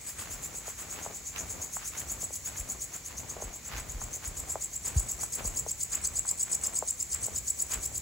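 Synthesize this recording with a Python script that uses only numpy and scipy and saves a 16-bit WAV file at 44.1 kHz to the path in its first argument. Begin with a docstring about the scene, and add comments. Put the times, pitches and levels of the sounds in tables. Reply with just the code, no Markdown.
"""A bush-cricket chirps about eight times a second, heard on a walk across a campsite at night.
Each chirp is a long and a short stroke of its wing file, whose teeth set the wing ringing; ground and
trees scatter the song. Sandals crunch on dry grass and soil and pop against the heel. The hand-held
microphone rumbles and takes one heavy bump among lighter ones. Far insects and still air lie behind."""
import sys
import numpy as np
from scipy import signal
from scipy.fft import rfft, irfft, next_fast_len
from scipy.io import wavfile
from scipy.ndimage import map_coordinates

SR = 44100
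rng = np.random.default_rng(int(sys.argv[2]) if len(sys.argv) > 2 else 0)


def put_to_file(sound):
    """Save the sound as 16-bit audio at rate SR, in the file named by the first command-line argument."""
    columns = np.atleast_2d(sound).T  # one column per channel
    safe = np.clip(columns, -1, 1)
    whole_steps = np.round(safe * 32767)
    wavfile.write(sys.argv[1], SR, whole_steps.astype(np.int16))


N = 353505
TIME = np.arange(N) / SR


# The song's arc. Each row: time in seconds, long stroke in dB, short stroke in dB, wing pitch in Hz.
SONG = [(0, -35.5, -42, 6910), (.85, -34.5, -39.5, 6740), (1.2, -32, -39.5, 6990), (1.45, -28.5, -43, 6920),
        (1.8, -29, -34, 6700), (2.3, -29, -31.5, 7000), (2.9, -29, -36, 6870), (3.2, -31.5, -42, 6680),
        (3.7, -34.5, -39, 6710), (4.15, -30, -35, 6860), (4.6, -29.5, -30.5, 7120),
        (5.2, -26.5, -28.5, 6976), (5.6, -25, -27.5, 7030), (6.05, -24, -25, 6910),
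        (6.55, -23, -22.5, 7280), (7.15, -24.5, -27.5, 6970), (7.7, -25, -24.5, 7080),
        (8, -28, -29.5, 6940)]
# The insect drags and hurries. Each row: time in seconds, lag behind the beat in seconds.
DRAG = [(0, .002), (1.3, 0), (1.7, -.004), (2.5, -.004), (3, .001), (4.35, .001), (4.6, .007), (5.2, .003),
        (6.6, .0015), (8, -.005)]
# Perspective along the walk. Each row: time in seconds, then trims in dB for the echoes,
# the rasp and overtone, and the wing's side resonances.
PERSPECTIVE = [(0, 10, 8.5, 8), (1.2, 2.5, 1, -4), (2.2, -3, 2.5, -1), (3.5, -3, 1, -3.5),
               (4.6, -3.5, 0.5, 3), (5.3, -4, 0.5, 3), (6.3, -10, -5, 6), (7, -7.5, -4, 3.5),
               (8, -6.5, 0.5, 5)]
# The long, raspy stroke. Each row: seconds from the chirp's peak, envelope in dB, usual pitch in Hz,
# upper resonance in dB, rasp in dB.
LONG_STROKE = [(-.051, -38, 5660, 19, -6), (-.046, -13.5, 5920, -2.5, -8), (-.042, -23, 6020, 0.5, -22),
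               (-.036, -19, 6300, 11.5, 5), (-.03, -5.5, 6500, -4, -6), (-.022, -0.5, 6930, -6.5, -8),
               (-.0162, -0.5, 7450, -25, -11.5), (-.0143, -13, 7740, 8, -7), (-.010, -15.5, 7750, -22, 12),
               (-.007, -41, 7620, 0, 14)]
# The short, purer stroke. Each row: seconds from the chirp's peak, envelope in dB, pitch in Hz, rasp in dB.
SHORT_STROKE = [(-.0098, -33, 6770, 10), (-.0078, -5.5, 7170, -5.5), (-.006, -17, 6707, 17),
                (-.004, -9.5, 6980, 5.5), (-.0018, 2.5, 7547, -22.5), (.0008, 2, 7820, -15.5),
                (.0034, -21.5, 7810, 12), (.007, -76, 7995, -24)]
# Colour of the tooth clicks. Each row: frequency in Hz, gain in dB.
RASP_EQ = [(3000, -15), (5000, -12), (6500, 6.5), (8800, 2), (10000, 0.5), (11100, 2.5), (12200, -2),
           (13200, 0), (14200, -3.5), (15100, -0.5), (17000, 4.5)]

def bush_cricket(first_s=.095, period_s=.11956, usual_wing_hz=6965, scatter_db=.6):
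    """The scraper crosses the wing file twice a chirp, rising in pitch: a long stroke, then a short one."""
    beats = np.arange(first_s, N / SR, period_s)
    peaks = beats + columns_at(DRAG, beats)[0]
    chirp = np.searchsorted((peaks[1:] + peaks[:-1]) / 2, TIME)   # index of the nearest chirp
    long_db, short_db, wing_hz = columns_at(SONG, peaks[chirp])
    quirks = rng.standard_normal((len(peaks), 6))   # no two chirps are quite alike
    pace, tuning, colour, tension, long_force, short_force = quirks[chirp].T
    since_peak = (TIME - peaks[chirp]) * np.exp(.03 * pace)
    _, bright_db, sides_db = columns_at(PERSPECTIVE)
    teeth = file_teeth(per_s=760, jitter=.25, uneven_db=2)
    clicks = teeth * rng.choice([-1, 1], N) + .12 * rng.standard_normal(N)
    rasp = from_db(bright_db) * coloured(clicks, RASP_EQ)

    shape_db, glide_hz, upper_db, rasp_db = columns_at(LONG_STROKE, since_peak)
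    main_hz = glide_hz * wing_hz / usual_wing_hz * np.exp(.012 * tension)
    main = wing(teeth, main_hz, ring_s=.001, locked=.66)
    lower = wing(teeth, .7 * main_hz, ring_s=.0006, locked=.5)
    upper = wing(teeth, 8100 * np.exp(.01 * tuning), ring_s=.00044, locked=.11)   # does not glide
    sides = from_db(-18.5) * lower + from_db(upper_db + 2.44 * colour) * upper
    envelope = from_db(long_db + scatter_db * long_force + shape_db - 5)
    long = envelope * (main + from_db(sides_db) * sides + from_db(rasp_db) * rasp)

    shape_db, glide_hz, rasp_db = columns_at(SHORT_STROKE, since_peak)
    pitch_hz = glide_hz * np.exp(.011 * tuning)
    tone = wing(teeth, pitch_hz, ring_s=.00048, locked=.89)
    overtone = from_db(bright_db - 18) * wing(teeth, 2 * pitch_hz, ring_s=.0005, locked=.4)
    envelope = from_db(short_db + scatter_db * short_force + shape_db)
    short = envelope * (tone + overtone + from_db(rasp_db) * rasp)
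    return long + short


def file_teeth(per_s, jitter, uneven_db, count=16000):
    """The scraper catches tooth after tooth, at a slightly uneven pace and force."""
    gaps_s = np.exp(jitter * rng.standard_normal(count)) / per_s
    at = (np.cumsum(gaps_s) * SR).astype(int)
    force = from_db(uneven_db * rng.standard_normal(count))
    return np.bincount(at[at < N], force[at < N], N)


def wing(teeth, pitch_hz, ring_s, locked):
    """Teeth set the wing ringing; the share that is locked in step gives a pure tone."""
    kicks = teeth * np.exp(2j * np.pi * rng.random(N))
    ringing = signal.lfilter([1], [1, -np.exp(-1 / (ring_s * SR))], kicks)
    ringing = rms_one(signal.lfilter(*signal.butter(2, 1500, fs=SR), ringing))   # swells over a few cycles
    swing = np.sqrt(locked) + np.sqrt(1 - locked) * ringing
    return np.sqrt(2) * np.real(swing * np.exp(2j * np.pi * np.cumsum(pitch_hz) / SR))


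def ground_bounce(x, far_s, near_s, bounce_db):
    """The ground returns the song a little later; the lag shrinks as the walker goes by."""
    lag = np.linspace(far_s, near_s, N)
    late = map_coordinates(x, [(TIME - lag) * SR], order=3)
    return (x + from_db(bounce_db) * late) / np.hypot(1, from_db(bounce_db))


def among_trees(song):
    """Leaves add a tight tail and trunks a longer one; the blend gets drier along the walk."""
    echo_db = columns_at(PERSPECTIVE)[0]
    leaves = from_db(-4) * tree_echoes(song, t60=.073, side_db=-9.5, dull_hz=18900)
    trunks = tree_echoes(song, t60=.19, side_db=-15.5, dull_hz=15200)
    return (song + from_db(echo_db) * (leaves + trunks)) / np.hypot(1, from_db(echo_db - 1.5))


def tree_echoes(x, t60, side_db, dull_hz, change_s=.23912):
    """Many small reflections, different on each side and changing as the walker moves on."""
    t, hop = TIME[:SR // 2], int(change_s * SR)
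    decay = from_db(-60 * t / t60) * (t > .002)
    out = np.zeros((2, N + SR))
    for first in range(0, N, hop):
        echoes = rng.standard_normal((2, len(t))) * (rng.random((2, len(t))) < .08) * decay
        echoes /= np.linalg.norm(echoes, axis=1, keepdims=True)
        tail = signal.fftconvolve(x[None, first:first + hop], echoes, axes=1)
        out[:, first:first + tail.shape[1]] += tail
    mid, side = out[:, :N]
    stereo = mid + from_db(side_db) * side * [[1], [-1]]
    return filtered(stereo, lambda hz: 1 / np.sqrt(1 + (hz / dull_hz) ** 4))


# Footfalls. Each row: landing in seconds, grass crunch in dB, its decay in seconds, heel on soil in dB,
# sole roll in dB, seconds until toe-off, hand sway in dB.
STEPS = [(.195, -50.5, 0.19, -59, -54, 0.36, -51.5), (.8, -49.5, 0.055, -63, -53, 0.31, -54.5),
         (1.368, -46.5, 0.046, -55, -52.5, 0.26, -50.5), (1.95, -50, 0.074, -72, -55, 0.28, -51),
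         (2.475, -54.5, 0.076, -56.5, -55, 0.27, -51), (3.113, -51, 0.021, -57, -52.5, 0.38, -52),
         (3.766, -47, 0.045, -54, -54, 0.37, -47.5), (4.245, -51, 0.033, -67, -53.5, 0.27, -48.5),
         (4.87, -50, 0.082, -52, -54.5, 0.23, -47.5), (5.397, -45, 0.018, -45.5, -52, 0.16, -47),
         (5.94, -49.5, 0.097, -51.5, -57, 0.39, -50.5), (6.485, -53.5, 0.073, -62, -53.5, 0.26, -56),
         (7.164, -51, .03, -67, -55, 0.17, -49.5), (7.735, -44.5, 0.041, -48, -58.5, 0.19, -49)]
# The swinging foot brushes the ground. Each row: peak time in seconds, grass in dB, soil in dB.
SCUFFS = [(.09, -55, -68), (.675, -51.5, -60), (0.984, -48, -51), (1.83, -50.5, -72), (2.13, -57, -56),
          (2.56, -54, -66), (2.95, -54.5, -56), (3.732, -46, -51), (5.227, -53.5, -50), (6.179, -73, -60),
          (6.66, -55, -58), (7.619, -61, -53)]
# Dry stalks breaking. Each row: start in seconds, level in dB.
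SNAPS = [(.193, -32), (.497, -48), (1.356, -43), (1.362, -27), (1.66, -50), (1.947, -40), (2.017, -32),
         (2.474, -33), (2.490, -41), (2.561, -41), (3.762, -36), (4.242, -34), (5.389, -39), (6.481, -39),
         (7.721, -33.5)]
# Dull soil and crisp grass. Each row: frequency in Hz, gain in dB.
SOIL_EQ = [(80, -35), (160, 4.5), (350, 1.5), (700, 1.5), (1200, -4), (2500, -36)]
GRASS_EQ = [(300, -11), (700, -3.5), (1200, 2.5), (1800, 2.5), (2400, 1), (3200, -3), (5000, -6.5),
            (9000, -16.5), (15000, -10)]

def footsteps(heel_rise_s=.023, heel_fall_s=.09, snap_s=.0011):
    """The heel crunches down and the sole grinds the soil; the other foot scuffs past and stalks snap."""
    on_soil, on_grass = [], []
    for lands, crunch_db, crunch_s, heel_db, roll_db, roll_s, _ in STEPS:
        contact = np.clip((TIME - lands) / heel_rise_s, 0, 1)
        roll = from_db(roll_db) * contact * surge(lands + roll_s, rise_s=1, fall_s=.078)
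        on_soil += [from_db(heel_db) * surge(lands, heel_rise_s, heel_fall_s), roll]
        on_grass += [from_db(crunch_db) * surge(lands, heel_rise_s, crunch_s), from_db(-6) * roll]
    for at, grass_db, soil_db in SCUFFS:
        scuff = surge(at, rise_s=.043, fall_s=.048)
        on_soil.append(from_db(soil_db) * scuff)
        on_grass.append(from_db(grass_db) * scuff)
    soil = power_sum(on_soil) * diffuse(grains(per_s=1500, spread_db=5.5), SOIL_EQ)
    blades = grains(per_s=1600, spread_db=3.8)
    grit = from_db(-11.5) * grains(per_s=76, spread_db=2)
    grass = from_db(5) * power_sum(on_grass) * diffuse(blades + grit, GRASS_EQ)
    cracks = sum(from_db(db) * (TIME >= s) * np.exp(-np.abs(TIME - s) / snap_s) for s, db in SNAPS)
    stalks = cracks * diffuse(noise(), GRASS_EQ)
    return panned(soil, 8.5) + panned(grass + stalks, -.49)


# Sandal slaps. Each row: start in seconds, level in dB, starting pitch in Hz, left over right in dB.
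SANDAL_POPS = [(0.68, -33, 1040, 4), (1.063, -27, 1250, 3), (1.107, -38, 910, 5), (1.768, -27.5, 1770, -6),
               (2.23, -38.5, 1105, 5), (2.306, -37, 954, 6), (3.366, -32.5, 1014, -1),
               (3.403, -37, 1112, -3), (3.423, -29, 1010, -2.5), (4.016, -31.5, 1720, -9),
               (4.556, -22.5, 1200, 0), (5.006, -40, 1475, -2), (5.234, -31.5, 1700, -6),
               (5.664, -29.5, 1042, 4), (6.252, -34, 1804, 0), (6.825, -23, 1190, 4),
               (7.283, -32.5, 1090, 1), (7.916, -41.5, 1120, 6)]

def sandals(echo_s=.004824, echo_db=-14.5):
    """The sole pops against the heel, with a faint early echo and a short tail from the trees."""
    pops = sum(panned(pop(s, db, hz, cycles=1.16), pan) for s, db, hz, pan in SANDAL_POPS)
    echo = from_db(echo_db) * np.roll(pops, int(echo_s * SR), axis=1)
    tail = from_db(-11) * tree_echoes(pops.mean(0), t60=.11, side_db=-3, dull_hz=2500)
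    return pops + echo + tail


def pop(start, peak_db, start_hz, cycles, sink=.49):
    """A damped blow of a few cycles, whose pitch sinks as the contact relaxes."""
    out, first = np.zeros(N + SR), int(start * SR)
    age = TIME[:SR // 3] * start_hz / cycles   # 1 at the loudest moment
    phase = 2 * np.pi * cycles * np.log1p(sink * age) / sink
    envelope = from_db(peak_db) * (age * np.exp(1 - age)) ** 1.07
    out[first:first + len(age)] = envelope * np.sin(phase)
    return out[:N]


# Thumps on the microphone. Each row: start in seconds, level in dB, starting pitch in Hz.
BUMPS = [(.325, -41, 80), (2.591, -35, 89), (3.445, -34.5, 86.5), (3.73, -35, 90.2), (3.765, -35, 83),
         (3.939, -32.5, 74.3), (4.031, -37, 81.5), (4.269, -34.5, 80), (4.9614, -17, 119.4),
         (5.456, -29.5, 84.8), (7.755, -37, 85.8)]
# Low rumble of the hand. Each row: frequency in Hz, gain in dB.
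RUMBLE_EQ = [(20, -20), (35, -15.5), (55, -4), (85, -6), (130, -12), (220, -24), (400, -30)]

def handling(sway_after_s=.14, sway_width_s=.18, still_db=-61.5):
    """The hand shakes the microphone after each footfall and knocks it now and then."""
    sways = [from_db(db) * swell(s + sway_after_s, sway_width_s) for s, *_, db in STEPS]
    rumble = from_db(.5) * power_sum([*sways, from_db(still_db)]) * diffuse(noise(), RUMBLE_EQ)
    bumps = sum(pop(s, db, hz, cycles=1.28) for s, db, hz in BUMPS)
    return rumble + bumps


# Colour of the far insects. Each row: frequency in Hz, gain in dB.
CHORUS_EQ = [(4500, -11), (5500, -5), (6100, 1), (6600, 6.5), (7400, 8), (8200, -4.5), (9500, -7.5),
             (12000, -8.5), (16000, -6)]
# Their slow rise and fall. Each row: time in seconds, level in dB.
CHORUS_LEVEL = [(0, -49.5), (1.7, -47.5), (3.5, -50.5), (5, -48.5), (6.5, -48), (8, -46.5)]

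def far_chorus():
    """Many distant insects blur into one high hiss."""
    return from_db(columns_at(CHORUS_LEVEL)[0]) * diffuse(noise(), CHORUS_EQ)


# Colour of the night air. Each row: frequency in Hz, gain in dB.
AIR_EQ = [(15, -36), (25, -26.5), (54, 5), (81, 0.5), (256, -8), (1610, -16), (2300, -9), (2690, -17),
          (3430, -17.5), (4480, -14), (5000, -17), (6500, -26), (11000, -120)]

def night_air(level_db=-52.5):
    """Still air lays a soft, dark bed under everything."""
    return from_db(level_db) * diffuse(noise(), AIR_EQ)


# Stereo width of diffuse sound. Each row: frequency in Hz, left-right correlation.
LIKENESS = [(40, 0.75), (120, 0.92), (300, 0.79), (1200, 0.76), (2500, 0.47), (5000, 0.19), (7000, 0.7),
            (15000, 1)]

def diffuse(pair, spectrum):
    """Two unrelated signals become a coloured stereo field whose width varies with frequency."""
    mid = filtered(pair[0], lambda hz: np.sqrt(1 + at_hz(LIKENESS, hz)))
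    side = filtered(pair[1], lambda hz: np.sqrt(1 - at_hz(LIKENESS, hz)))
    return coloured(np.array([mid + side, mid - side]), spectrum)


def coloured(x, spectrum):
    """Apply an EQ curve that rolls off beyond its ends; rms 1."""
    low, high = spectrum[0][0], spectrum[-1][0]
    def response(hz):
        return from_db(at_hz(spectrum, hz)) * np.minimum(hz / low, 1) ** 2 / np.maximum(hz / high, 1) ** 2
    return rms_one(filtered(x, response))


def filtered(x, response):
    """Apply a frequency response, given as a function of Hz."""
    size = next_fast_len(N + SR // 4)
    hz = np.arange(size // 2 + 1) * SR / size
    return irfft(rfft(x, size) * response(hz), size)[..., :N]


def noise():
    """Two unrelated white noises."""
    return rng.standard_normal((2, N))


def grains(per_s, spread_db):
    """Two streams of random clicks of uneven size."""
    sizes = from_db(spread_db * np.minimum(rng.exponential(1, (2, N)), 4))
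    hits = rng.random((2, N)) < per_s / SR
    return rms_one(hits * sizes * rng.choice([-1, 1], (2, N)))


def surge(at, rise_s, fall_s):
    """An envelope that grows to 1 at a moment and dies away."""
    return np.exp(-np.maximum((at - TIME) / rise_s, (TIME - at) / fall_s))


def swell(at, width_s):
    """A rounded envelope, 1 at its middle."""
    return np.exp(-.5 * ((TIME - at) / width_s) ** 2)


def power_sum(envelopes):
    """Unrelated sounds add in power."""
    return np.sqrt(sum(e ** 2 for e in envelopes))


def panned(x, balance_db):
    """Place a sound; a positive balance leans left."""
    return x * from_db(np.array([[balance_db], [-balance_db]]) / 2)


def columns_at(rows, t=TIME):
    """Each column of a curve, joined by straight lines."""
    s, *columns = np.transpose(rows)
    return [np.interp(t, s, c) for c in columns]


def at_hz(points, hz):
    """Read a spectrum on a log-frequency axis."""
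    f, value = np.transpose(points)
    return np.interp(np.log(hz + 1), np.log(f), value)


def from_db(db):
    """Decibels to gain."""
    return 10 ** (np.asarray(db) / 20)


def rms_one(x):
    """Scale to rms 1."""
    return x / np.sqrt(np.mean(np.abs(x) ** 2) + 1e-20)


def scene():
    """The near insect with its echoes, the far chorus, the air and the walker."""
    song = ground_bounce(bush_cricket(), far_s=.002, near_s=.001244, bounce_db=-9)
    cricket = panned(among_trees(song), 1.14)
    return cricket + far_chorus() + night_air() + footsteps() + sandals() + handling()


# Phase between the two microphone ports. Each row: frequency in Hz, the left's lead in half turns.
PORT_PHASE = [(0, 0), (4700, -.2), (5900, .25), (6500, -.08), (7200, .06), (7700, .3), (8300, .66),
              (8800, 1), (9650, 1), (10000, 1.8), (10400, 2), (11700, 2), (12700, 3), (13700, 3),
              (14800, 4)]

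def record(dry, low_cut_hz=24, high_cut_hz=15800):
    """The microphone loses the deepest bass and the very top; its ports drift in phase in the treble."""
    thinned = signal.sosfilt(signal.butter(2, low_cut_hz, "high", fs=SR, output="sos"), dry)
    lead = lambda hz: np.pi * columns_at(PORT_PHASE, hz)[0]
    ports = filtered(thinned, lambda hz: np.exp(.5j * lead(hz) * np.array([[1], [-1]])))
    return filtered(ports, lambda hz: np.clip((high_cut_hz - hz) / 200 + .5, 0, 1))


dry = scene()
out = record(dry)
put_to_file(out)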